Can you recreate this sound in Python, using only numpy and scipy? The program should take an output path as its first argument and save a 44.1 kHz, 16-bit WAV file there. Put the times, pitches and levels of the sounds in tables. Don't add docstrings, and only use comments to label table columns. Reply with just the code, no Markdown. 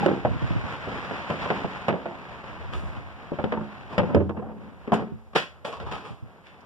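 import sys
import numpy as np
from scipy import signal
from scipy.fft import rfft, irfft
from scipy.io import wavfile
from scipy.ndimage import uniform_filter1d

SR = 44100
rng = np.random.default_rng(int(sys.argv[2]) if len(sys.argv) > 2 else 0)


def put_to_file(sound):
    columns = np.atleast_2d(sound).T
    safe = np.clip(columns, -1, 1)
    whole_steps = np.round(safe * 32767)
    wavfile.write(sys.argv[1], SR, whole_steps.astype(np.int16))


N = 293265
TIME = np.arange(N) / SR


def undb(db):
    return 10 ** (np.asarray(db) / 20)


def unit_rms(x):
    return x / np.sqrt(np.mean(x ** 2))


def unit_energy(x):
    return unit_rms(x) / np.sqrt(x.shape[-1])


def freqs(size):
    return np.maximum(np.fft.rfftfreq(size, 1 / SR), 1)


def contour(points, f):
    hz, db = np.transpose(points)
    return np.interp(np.log(f), np.log(hz), db)


def above(f, corner_hz):
    return 1 / (1 + (corner_hz / f) ** 4)


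def bell(f, centre_hz, octaves):
    return np.exp(-.5 * (np.log2(f / centre_hz) / octaves) ** 2)


def equalise(x, db):
    size = x.shape[-1]
    cepstrum = irfft(db * np.log(10) / 20, size)
    cepstrum[1:size // 2] *= 2
    cepstrum[size // 2 + 1:] = 0
    return irfft(rfft(x) * np.exp(rfft(cepstrum)), size)


def diffuse(size, alike_hz=800, bass_likeness=0.84):
    likeness = bass_likeness * (1 - above(freqs(size), alike_hz))
    mid, side = rfft(rng.standard_normal((2, size))) * np.sqrt([1 + likeness, 1 - likeness])
    return unit_rms(irfft(np.array([mid + side, mid - side]), size))


def wobble(rate_hz, size):
    hold = max(int(SR / rate_hz), 1)
    steps = np.repeat(rng.standard_normal(size // hold + 1), hold)
    return unit_rms(uniform_filter1d(steps, hold)[:size])


def fade(t, t60):
    return np.exp(-np.log(1000) * t / t60)


def envelope(t, rise_s, release_at_s, t60):
    return np.minimum(t / rise_s, 1) * fade(np.maximum(t - release_at_s, 0), t60)


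def ring(modes, t, scatter_db, detune, spread_rad=0.22):
    hz, db, t60 = np.transpose(modes)[:, :, None]
    strength, shift, phase, skew = rng.standard_normal((4, len(modes), 1))
    angle = 2 * np.pi * hz * (1 + detune * shift) * t + phase
    waves = undb(db + scatter_db * strength) * fade(t, t60) * np.exp(1j * angle)
    pair = [np.sum(waves * np.exp(1j * side * spread_rad * skew), axis=0).imag for side in (1, -1)]
    return unit_energy(np.array(pair))


def pan(db):
    return undb([[db / 2], [-db / 2]])


def place(out, sound, start_s, db, head_s=.03):
    first = int(start_s * SR)
    head_rms = np.sqrt(np.mean(sound[:, :int(head_s * SR)] ** 2))
    out[:, first:first + sound.shape[1]] += (sound * undb(db) / head_rms)[:, :N - first]


# freq_hz, gain_db
AIR_EQ = [(25, -37), (100, 0), (300, -9.5), (1000, 2), (3000, -8), (7000, -17), (14000, -20.5)]


def air(db=-68):
    return undb(db) * unit_rms(irfft(rfft(diffuse(N)) * undb(contour(AIR_EQ, freqs(N))), N))


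# time_s, level_db
RUB_RIDE = [(0.0, -38.5), (.09, -44.5), (.18, -47.5), (.33, -48), (.5, -45), (0.85, -45), (1.05, -45),
            (1.38, -42), (1.6, -44), (1.81, -46.5), (1.96, -52.5), (2.2, -53), (2.45, -51), (2.92, -54),
            (3.2, -54.5), (4.08, -54), (4.28, -66.5), (4.45, -83), (4.63, -62), (4.78, -64.5), (4.93, -60),
            (5.17, -69), (5.43, -80), (5.58, -68.5), (5.7, -79), (5.85, -59), (5.95, -70), (6.11, -72),
            (6.33, -67), (6.5, -68), (6.65, -67)]
# freq_hz, gain_db
RUSTLE_EQ = [(20, -35), (60, 6.5), (190, 7.5), (300, -0.5), (550, -1.5), (1000, -3.5), (1700, -13.5),
             (2800, -25.5), (4500, -40), (7000, -51), (10000, -61.5), (14000, -73.5)]
# middle_s, spread_s, level_db
CAMERA_SWINGS = [(.45, 0.23, -44.5), (1.05, 0.11, -55), (2.78, 0.15, -44), (4.0, 0.98, -55.5),
                 (5.88, 0.058, -41)]
# freq_hz, gain_db
RUMBLE_EQ = [(10, -43), (25, -28.5), (40, -16.5), (65, 0), (130, -9), (220, -31), (500, -33), (3000, -85)]


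def handling(rustle_db=-41, hiss_db=3, rumble_db=6, still_db=-68, split_hz=2000,
             rustle_slope=0.68, pivot_db=-50.5):
    f = freqs(N)
    ride_db = np.interp(TIME, *np.transpose(RUB_RIDE))
    low_ride_db = rustle_slope * (ride_db - pivot_db)
    grain = diffuse(N) * undb(-1.18 * wobble(300, N) + wobble(20, N))
    rub = rfft(grain) * undb(contour(RUSTLE_EQ, f))
    rustle = unit_rms(irfft(rub * (1 - above(f, split_hz)), N)) * undb(low_ride_db + rustle_db)
    hiss = unit_rms(irfft(rub * above(f, split_hz), N)) * undb(ride_db + hiss_db)
    draught = undb(still_db) + sum(undb(db) * np.exp(-.5 * ((TIME - middle_s) / spread_s) ** 2)
                                   for middle_s, spread_s, db in CAMERA_SWINGS)
    wind = irfft(rfft(rng.standard_normal((2, N))) * undb(contour(RUMBLE_EQ, f)), N)
    wind = wind - 0.13 * wind[::-1]
    gusts = unit_rms(wind * undb(-1.5 * wobble(4.6, N)))
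    return rustle + hiss + gusts * draught * undb(rumble_db)


# freq_hz, gain_db
PANEL_EQ = [(40, -14), (80, -2), (160, 4.5), (300, -7), (550, -13), (1000, -17.5), (1700, -21.5),
            (2800, -30.5), (4500, -49), (7000, -71.5), (10000, -81), (14000, -98)]
# freq_hz, level_db, t60_s
BENDING_MODES = [(134.7, -5.5, 0.77), (189.3, 4, 0.55), (218.6, 14.5, 0.23), (276.5, 7, 0.45),
                 (325, -17, 0.33), (362, -1.5, 0.4), (423, -5.5, 0.8), (478, -5, 0.52), (503.3, 8, 0.19),
                 (581, 10, 0.12), (744, -4, 0.55), (908, 2.5, 0.37), (1050, 6.5, 0.14), (1260, -9, 0.2)]
# start_s, length_s, level_db, pitch_hz
JUDDER_CUES = [(0, 0.025, -25, 200), (1.562, 0.03, -36.5, 503), (4.086, 0.095, -26.5, 230),
               (4.362, 0.013, -35.5, 424), (4.418, 0.092, -37.5, 646), (4.561, 0.15, -44, 254),
               (4.985, 0.025, -31, 260)]


def judders(size=24576, catch_db=2, catch_hz=120, ring_db=-2):
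    out, t, f = np.zeros((2, N)), np.arange(size) / SR, freqs(size)
    for start_s, length_s, db, pitch_hz in JUDDER_CUES:
        pressure = envelope(t, rise_s=0.0054, release_at_s=length_s, t60=0.27)
        slips = diffuse(size) * pressure * undb(catch_db * wobble(catch_hz, size))
        modes = ring(BENDING_MODES, t, scatter_db=1.5, detune=.008)
        ringing = irfft(rfft(slips) * rfft(modes), size)
        eq_db = panel_tone(f, pitch_hz, octaves=0.74, boom_db=-7, crack_db=-6)
        sound = unit_energy(equalise(slips, eq_db))
        sound += undb(ring_db) * unit_energy(equalise(ringing, eq_db))
        place(out, sound, start_s, db, head_s=length_s)
    return out


def panel_tone(f, pitch_hz, octaves, boom_db, crack_db):
    shelves_db = boom_db * (1 - above(f, 230)) + crack_db * above(f, 1600)
    return contour(PANEL_EQ, f) + 6 * bell(f, pitch_hz, octaves) + shelves_db


# start_s, length_s, pitch_hz, glide_hz_per_s, level_db
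SQUEAK_CUES = [(0.028, 0.007, 830, -1800, -30), (4.419, 0.023, 688, 3994, -42.5),
               (5.077, 0.045, 402, -3, -46)]


def squeaks(size=8192, waver=0.0079):
    out, t = np.zeros((2, N)), np.arange(size) / SR
    for start_s, length_s, pitch_hz, glide, db in SQUEAK_CUES:
        hz = (pitch_hz + glide * t) * (1 + waver * wobble(480, size))
        tone = np.sin(2 * np.pi * np.cumsum(hz) / SR)
        tone *= envelope(t, rise_s=0.0037, release_at_s=length_s, t60=0.074)
        place(out, np.array([tone, tone]), start_s, db)
    return out


# start_s, level_db, pitch_hz, boom_db, crack_db, t60_s,
# rebound_db, pan_db, low_note_hz, high_note_hz, notes_db
KNOCK_CUES = [(0.0606, -17.5, 470, -19, -9, 0.045, -27, -7, 368, 526, 1.5),
              (.083, -21.5, 430, -15, 1, 0.069, -16, -6, 360, 560, -1.5),
              (.101, -26.5, 400, -9, -10, 0.2, -13, -3, 353.5, 797, -4),
              (0.1101, -24, 340, -6, -16, 0.085, -5.5, -4, 330, 443, -9),
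              (0.2497, -20, 760, -5.5, -1, 0.093, -26, -0.5, 486, 602, -9.5),
              (0.874, -30, 378, 0, -7, 0.21, -17, 1.5, 373, 459, -7),
              (1.11, -32, 754, -15, -2, 0.058, -23, -5, 520, 720, -16),
              (1.300, -24, 616, -4.5, 4, 0.09, -30, 0, 375, 1010, -8),
              (1.455, -32, 613, -20, 5, 0.045, -0.5, -6, 577, 1030, -8),
              (1.503, -22.5, 705, -9, 5, 0.093, -12.5, 0, 415, 510, -9),
              (1.645, -26.5, 614, -2.5, -21, 0.048, -25, -1.5, 364, 667, -8),
              (1.883, -19.5, 680, -9, 5, 0.21, -11.5, -4, 386, 682, -16),
              (2.057, -31.5, 680, -15, 4, 0.16, -8.5, -2.5, 352, 665, -2.5),
              (3.319, -26.5, 420, 2, -44, 0.052, -28, 6.5, 271, 567, -1.5),
              (3.387, -27.5, 860, -7.5, -2, 0.14, -6, -3.5, 503, 575, -7.5),
              (3.44, -24, 490, -1.5, 4, 0.072, -32, 8, 397, 587, -8.5),
              (3.522, -26, 1230, -12.5, 4, 0.14, -16, 0.5, 475, 609, -7),
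              (3.573, -29.5, 915, -7, -0.5, 0.059, -19, 3, 337, 880, -5),
              (3.61, -32, 1090, -4, -1, 0.12, -26, -0.5, 350, 575, -2.5),
              (3.980, -19.5, 900, -3, 12.5, 0.13, -11, 1, 486, 568, -6),
              (3.990, -22.5, 563, -2, -13.5, 0.1, -22, 12, 505, 589, -3.5),
              (4.033, -25, 900, -1, -8, 0.11, -15, 8, 190, 375, -10),
              (4.103, -36, 800, -1, -14, .05, -25, -2, 210, 560, -7),
              (4.147, -16.5, 418, -7.5, -0.5, 0.051, -22.5, -7, 428, 488, -2),
              (4.166, -23.5, 500, -8, -7, .05, -18, -6, 389, 574, 1),
              (4.204, -25, 500, -8, -7, 0.065, -21, -5.5, 397, 460, 2.5),
              (4.2939, -29, 950, -12, -1.5, 0.08, -15, -3.5, 343, 468, -1),
              (4.876, -30.5, 324, -20, -2.5, 0.22, -27, 5, 243, 404, 1.5),
              (4.920, -17.5, 890, -8, -10, 0.072, -21, 1.5, 404.5, 695, -4),
              (4.931, -23, 750, -15, 3, 0.022, -30, 9, 391, 960, 0),
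              (5.024, -32, 350, -5, -10, .05, -22, 1, 280, 404, -9)]


def knocks(size=16384, blow_db=-3, chatter_db=-7, edge_db=5, tick_db=-8, bay_db=-17, modes_db=-5):
    out, t, f = np.zeros((2, N)), np.arange(size) / SR, freqs(size)
    for start_s, db, pitch_hz, boom_db, crack_db, t60, pan_db, low_hz, high_hz, notes_db in contacts():
        blow = np.zeros((2, size))
        blow[:, 0] = undb(blow_db)
        chatter_s = np.cumsum(rng.uniform(.002, .007, 6))
        chatter = undb(chatter_db) * np.exp(-chatter_s / 0.01) * rng.uniform(.5, 1, 6)
        blow[:, (chatter_s * SR).astype(int)] = chatter
        far_mic = int(pan_db > 0)
        blow[far_mic] = np.roll(blow[far_mic], rng.integers(4, 10))
        blow = equalise(blow, edge_db * above(f, 1800))
        scatter = diffuse(size)
        treble = irfft(rfft(scatter) * above(f, 1600), size)
        tick = undb(tick_db) * unit_energy(treble * fade(t, t60=0.0057))
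        bay = undb(bay_db) * unit_energy(scatter * fade(t, t60=0.26))
        eq_db = panel_tone(f, pitch_hz, octaves=0.42, boom_db=boom_db, crack_db=crack_db)
        hit = equalise(blow + tick + sheet_ring(t, t60) + bay, eq_db)
        modes = equalise(ring(BENDING_MODES, t, scatter_db=1.5, detune=.008), eq_db)
        notes = undb(notes_db) * spot_ring(t, low_hz, high_hz, t60)
        sound = unit_energy(hit) + undb(modes_db) * unit_energy(modes) + notes
        give = 1 - np.exp(-t / 0.00047)
        place(out, sound * give * pan(pan_db), start_s, db)
    return out


def contacts(rebound_s=.054):
    for start_s, db, pitch_hz, boom_db, crack_db, t60, rebound_db, *spot in KNOCK_CUES:
        yield start_s, db, pitch_hz, boom_db, crack_db, t60, *spot
        yield (start_s + rebound_s, db + rebound_db, pitch_hz * 0.91,
               boom_db, crack_db - 9.5, t60 * 1.2, *spot)


def sheet_ring(t, t60, grain_db=3):
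    size = len(t)
    f = freqs(size)
    noise = rfft(diffuse(size) * undb(grain_db * wobble(300, size)))
    over_mid, over_high = above(f, 650), above(f, 1900)
    bands = [(1 - over_mid, t60 * 1.67), (over_mid - over_high, t60 * 0.94), (over_high, t60 * 0.95)]
    return unit_energy(sum(irfft(noise * band, size) * fade(t, tail_s) for band, tail_s in bands))


def spot_ring(t, low_hz, high_hz, t60, stiffening=0.025, relax_s=0.018):
    bent_t = t + stiffening * relax_s * (1 - np.exp(-t / relax_s))
    notes = [(low_hz, 0, t60 * 1.83), (high_hz, -2, t60 * 1.45)]
    return unit_energy(ring(notes, bent_t, scatter_db=.5, detune=.003) * np.minimum(t / .001, 1))


# freq_hz, gain_db
EDGE_EQ = [(300, -17.5), (1500, 14.5), (3000, 1), (4200, -7.5), (5300, -10.5), (7000, -14), (10000, -24),
           (14000, -37)]
# freq_hz, level_db, t60_s
CLACK_MODES = [(445, 3, 0.082), (600, -6, 0.084), (696, -31, 0.24), (831, -4.5, 0.17), (1076, -2.5, 0.18),
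               (1290, 2.5, 0.1), (1490, -15, 0.17), (1895, 0, 0.077), (2603, 1, 0.1), (3150, -8, 0.048),
               (3500, 10, 0.029), (3710, 4.5, 0.074)]
# start_s, level_db, t60_s, pitch_hz
CLICK_CUES = [(0.061, -23.5, 0.016, 3000), (1.302, -32, 0.018, 3000), (1.503, -28.5, 0.016, 2800),
              (1.882, -30.5, 0.064, 2720), (3.442, -37.5, 0.012, 3320), (3.522, -36, 0.02, 1710),
              (3.981, -27, 0.037, 5000), (4.147, -31.5, 0.02, 4760), (4.294, -49, .03, 3000),
              (4.875, -53, 0.037, 3140), (4.920, -34.5, 0.032, 3140), (4.928, -42, 0.03, 3000),
              (4.938, -35.5, 0.074, 3100), (5.359, -26, 0.071, 3330), (5.648, -48, .03, 3400),
              (5.914, -46, .04, 3200)]


def attack_clicks(size=4096, rise_s=0.00079, pitch_db=8, ring_db=-11):
    out, t, f = np.zeros((2, N)), np.arange(size) / SR, freqs(size)
    for start_s, db, t60, pitch_hz in CLICK_CUES:
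        eq_db = contour(EDGE_EQ, f) + pitch_db * bell(f, pitch_hz, octaves=0.14)
        click = equalise(diffuse(size) * np.minimum(t / rise_s, 1) * fade(t, t60), eq_db)
        ringing = equalise(ring(CLACK_MODES, t, scatter_db=2, detune=.04), eq_db)
        place(out, unit_energy(click) + undb(ring_db) * unit_energy(ringing), start_s, db, head_s=.002)
    return out


# freq_hz, gain_db
BUMP_EQ = [(30, -9), (70, 6.5), (120, 11.5), (190, 2.5), (320, -6.5), (600, -20), (2000, -53), (14000, -86)]
# start_s, level_db
BUMP_CUES = [(0.256, -27), (0.309, -26.5), (0.34, -31), (.418, -24), (0.506, -24), (0.551, -24),
             (0.638, -30.5), (2.831, -34), (2.966, -37), (3.579, -36), (5.119, -33.5), (6.104, -38),
             (6.224, -37.5)]


def hand_bumps(size=8192, t60=0.17, pan_db=-7):
    out, t = np.zeros((2, N)), np.arange(size) / SR
    for start_s, db in BUMP_CUES:
        burst = diffuse(size, bass_likeness=0.065) * fade(t, t60)
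        thump = equalise(burst, contour(BUMP_EQ, freqs(size)))
        place(out, thump * pan(pan_db), start_s, db)
    return out


# start_s, level_db, rise_s, t60_s
SWISH_CUES = [(2.716, -69, 0.045, 0.82), (4.93, -52.5, 0.011, 0.1), (5.352, -58, .008, 0.26),
              (5.649, -59, 0.019, 0.27), (5.912, -69, 0.011, 0.33), (6.03, -74, .05, 0.47)]


def swishes(size=32768, low_cut_hz=7000):
    out, t, f = np.zeros((2, N)), np.arange(size) / SR, freqs(size)
    for start_s, db, rise_s, t60 in SWISH_CUES:
        hiss = irfft(rfft(diffuse(size)) * above(f, low_cut_hz) * undb(contour(EDGE_EQ, f)), size)
        place(out, hiss * np.minimum(t / rise_s, 1) * fade(t, t60), start_s, db)
    return out


# freq_hz, gain_db
SCRAPE_EQ = [(40, -51), (90, -12.5), (150, -2), (300, -10), (550, -11), (1000, -13), (1700, -13.5),
             (2800, -15), (4500, -23.5), (7000, -36), (10000, -43), (14000, -59)]
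# start_s, level_db, rise_s, t60_s, treble_db, hollow_hz, hollow_db
SCRAPE_CUES = [(2.718, -37, 0.019, 0.36, -4, 1000, 1.5), (3.889, -44.5, 0.041, 0.49, -11.5, 520, 3),
               (4.927, -27, 0.014, 0.32, -14.5, 980, -3.5), (5.332, -46.5, 0.0018, 0.045, -12, 1200, -1),
               (5.349, -19.5, 0.013, 0.073, -3, 1090, -0.5), (5.358, -27.5, 0.02, 0.29, 4, 1910, 2.5),
               (5.645, -32.5, 0.0048, 0.42, -1.5, 550, 10.5), (5.715, -39, 0.015, 0.33, 2.5, 990, 13.5),
               (5.796, -38, 0.0052, 0.24, -9.5, 650, 0.5), (5.853, -40, 0.018, 0.66, -5.5, 1090, 9),
               (5.91, -33.5, 0.0068, 0.48, -3.5, 940, 1.5), (6.029, -45.5, 0.032, 0.41, -4.5, 980, 3),
               (6.43, -61.5, 0.045, 0.51, 8, 1860, 9.5), (6.605, -63, 0.0015, 0.095, 4, 6000, 9)]


def scrapes(size=24576, ring_db=-14, grit_db=-4):
    out, t, f = np.zeros((2, N)), np.arange(size) / SR, freqs(size)
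    for start_s, db, rise_s, t60, treble_db, hollow_hz, hollow_db in SCRAPE_CUES:
        pressure = envelope(t, rise_s, rise_s, t60)
        slips = (diffuse(size) + undb(grit_db) * grit(size) * np.sqrt(pressure)) * pressure
        modes = ring(CLACK_MODES, t, scatter_db=1, detune=.03)
        ringing = irfft(rfft(slips) * rfft(modes), size)
        sound = unit_energy(slips) + undb(ring_db) * unit_energy(ringing)
        eq_db = contour(SCRAPE_EQ, f) + treble_db * above(f, 1700)
        eq_db += hollow_db * bell(f, hollow_hz, octaves=0.31)
        place(out, equalise(sound, eq_db), start_s, db)
    return out


def grit(size, per_s=180, spread_db=4.5):
    ticks = (rng.random(size) < per_s / SR) * rng.choice([-1, 1], size)
    strength_db = spread_db * np.minimum(rng.exponential(size=(2, size)), 4)
    return unit_rms(ticks * undb(strength_db))


# time_s, pitch_hz
HUM_PITCH = [(3.35, 223.5), (3.65, 212), (3.99, 190), (4.06, 194), (4.13, 215.3), (4.23, 193),
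             (4.45, 211.2), (4.95, 222)]


def cavity_hum(panel, from_s=3.4, to_s=4.99, ramp_s=.03, t60=0.59, gain_db=5.5, size=32768):
    inside = np.clip(np.minimum(TIME - from_s, to_s - TIME) / ramp_s, 0, 1)
    decay = fade(np.arange(size) / SR, t60)
    pitch_hz = np.interp(TIME, *np.transpose(HUM_PITCH))
    carrier = np.exp(2j * np.pi * np.cumsum(pitch_hz) / SR)
    stored = signal.fftconvolve(panel * inside / carrier, decay[None] / decay.sum(), axes=1)[:, :N]
    return 2 * undb(gain_db) * (stored * carrier).real


# freq_hz, level_db, t60_s
BODYWORK_MODES = [(87.6, -1.5, 0.54), (108.5, -2, 0.29), (145.4, -11, 0.46), (208, -15, 0.75),
                  (304, -13, 0.58), (351, -11, .24), (407, -13, 0.23), (448, -6, 0.12), (504, -11, 0.17),
                  (567.4, -8.5, 0.23)]
# start_s, level_db
THUD_CUES = [(3.987, -28), (4.148, -17)]


def thuds(size=32768, pan_db=-3, push_s=0.0082):
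    out, t = np.zeros((2, N)), np.arange(size) / SR
    push = 1 - np.exp(-(t / push_s) ** 2)
    for start_s, db in THUD_CUES:
        boom = push * ring(BODYWORK_MODES, t, scatter_db=.5, detune=.002, spread_rad=.2)
        place(out, boom * pan(pan_db), start_s, db)
    return out


def scene():
    panel = knocks() + judders()
    work = panel + cavity_hum(panel) + attack_clicks() + squeaks() + thuds() + scrapes() + swishes()
    return work + hand_bumps() + handling() + air()


def record(dry, crossfeed=0.59, crossfeed_top_hz=9000, lag_s=.000476, high_cut_hz=14300):
    lag = round(lag_s * SR)
    opposite = irfft(rfft(dry[::-1]) * (1 - above(freqs(N), crossfeed_top_hz)), N)
    wide = dry - crossfeed * np.pad(opposite, ((0, 0), (lag, 0)))[:, :N]
    high_cut = signal.ellip(10, .2, 80, high_cut_hz, fs=SR, output="sos")
    return signal.sosfilt(high_cut, np.clip(wide, -1, 1))


dry = scene()
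out = record(dry)
put_to_file(out)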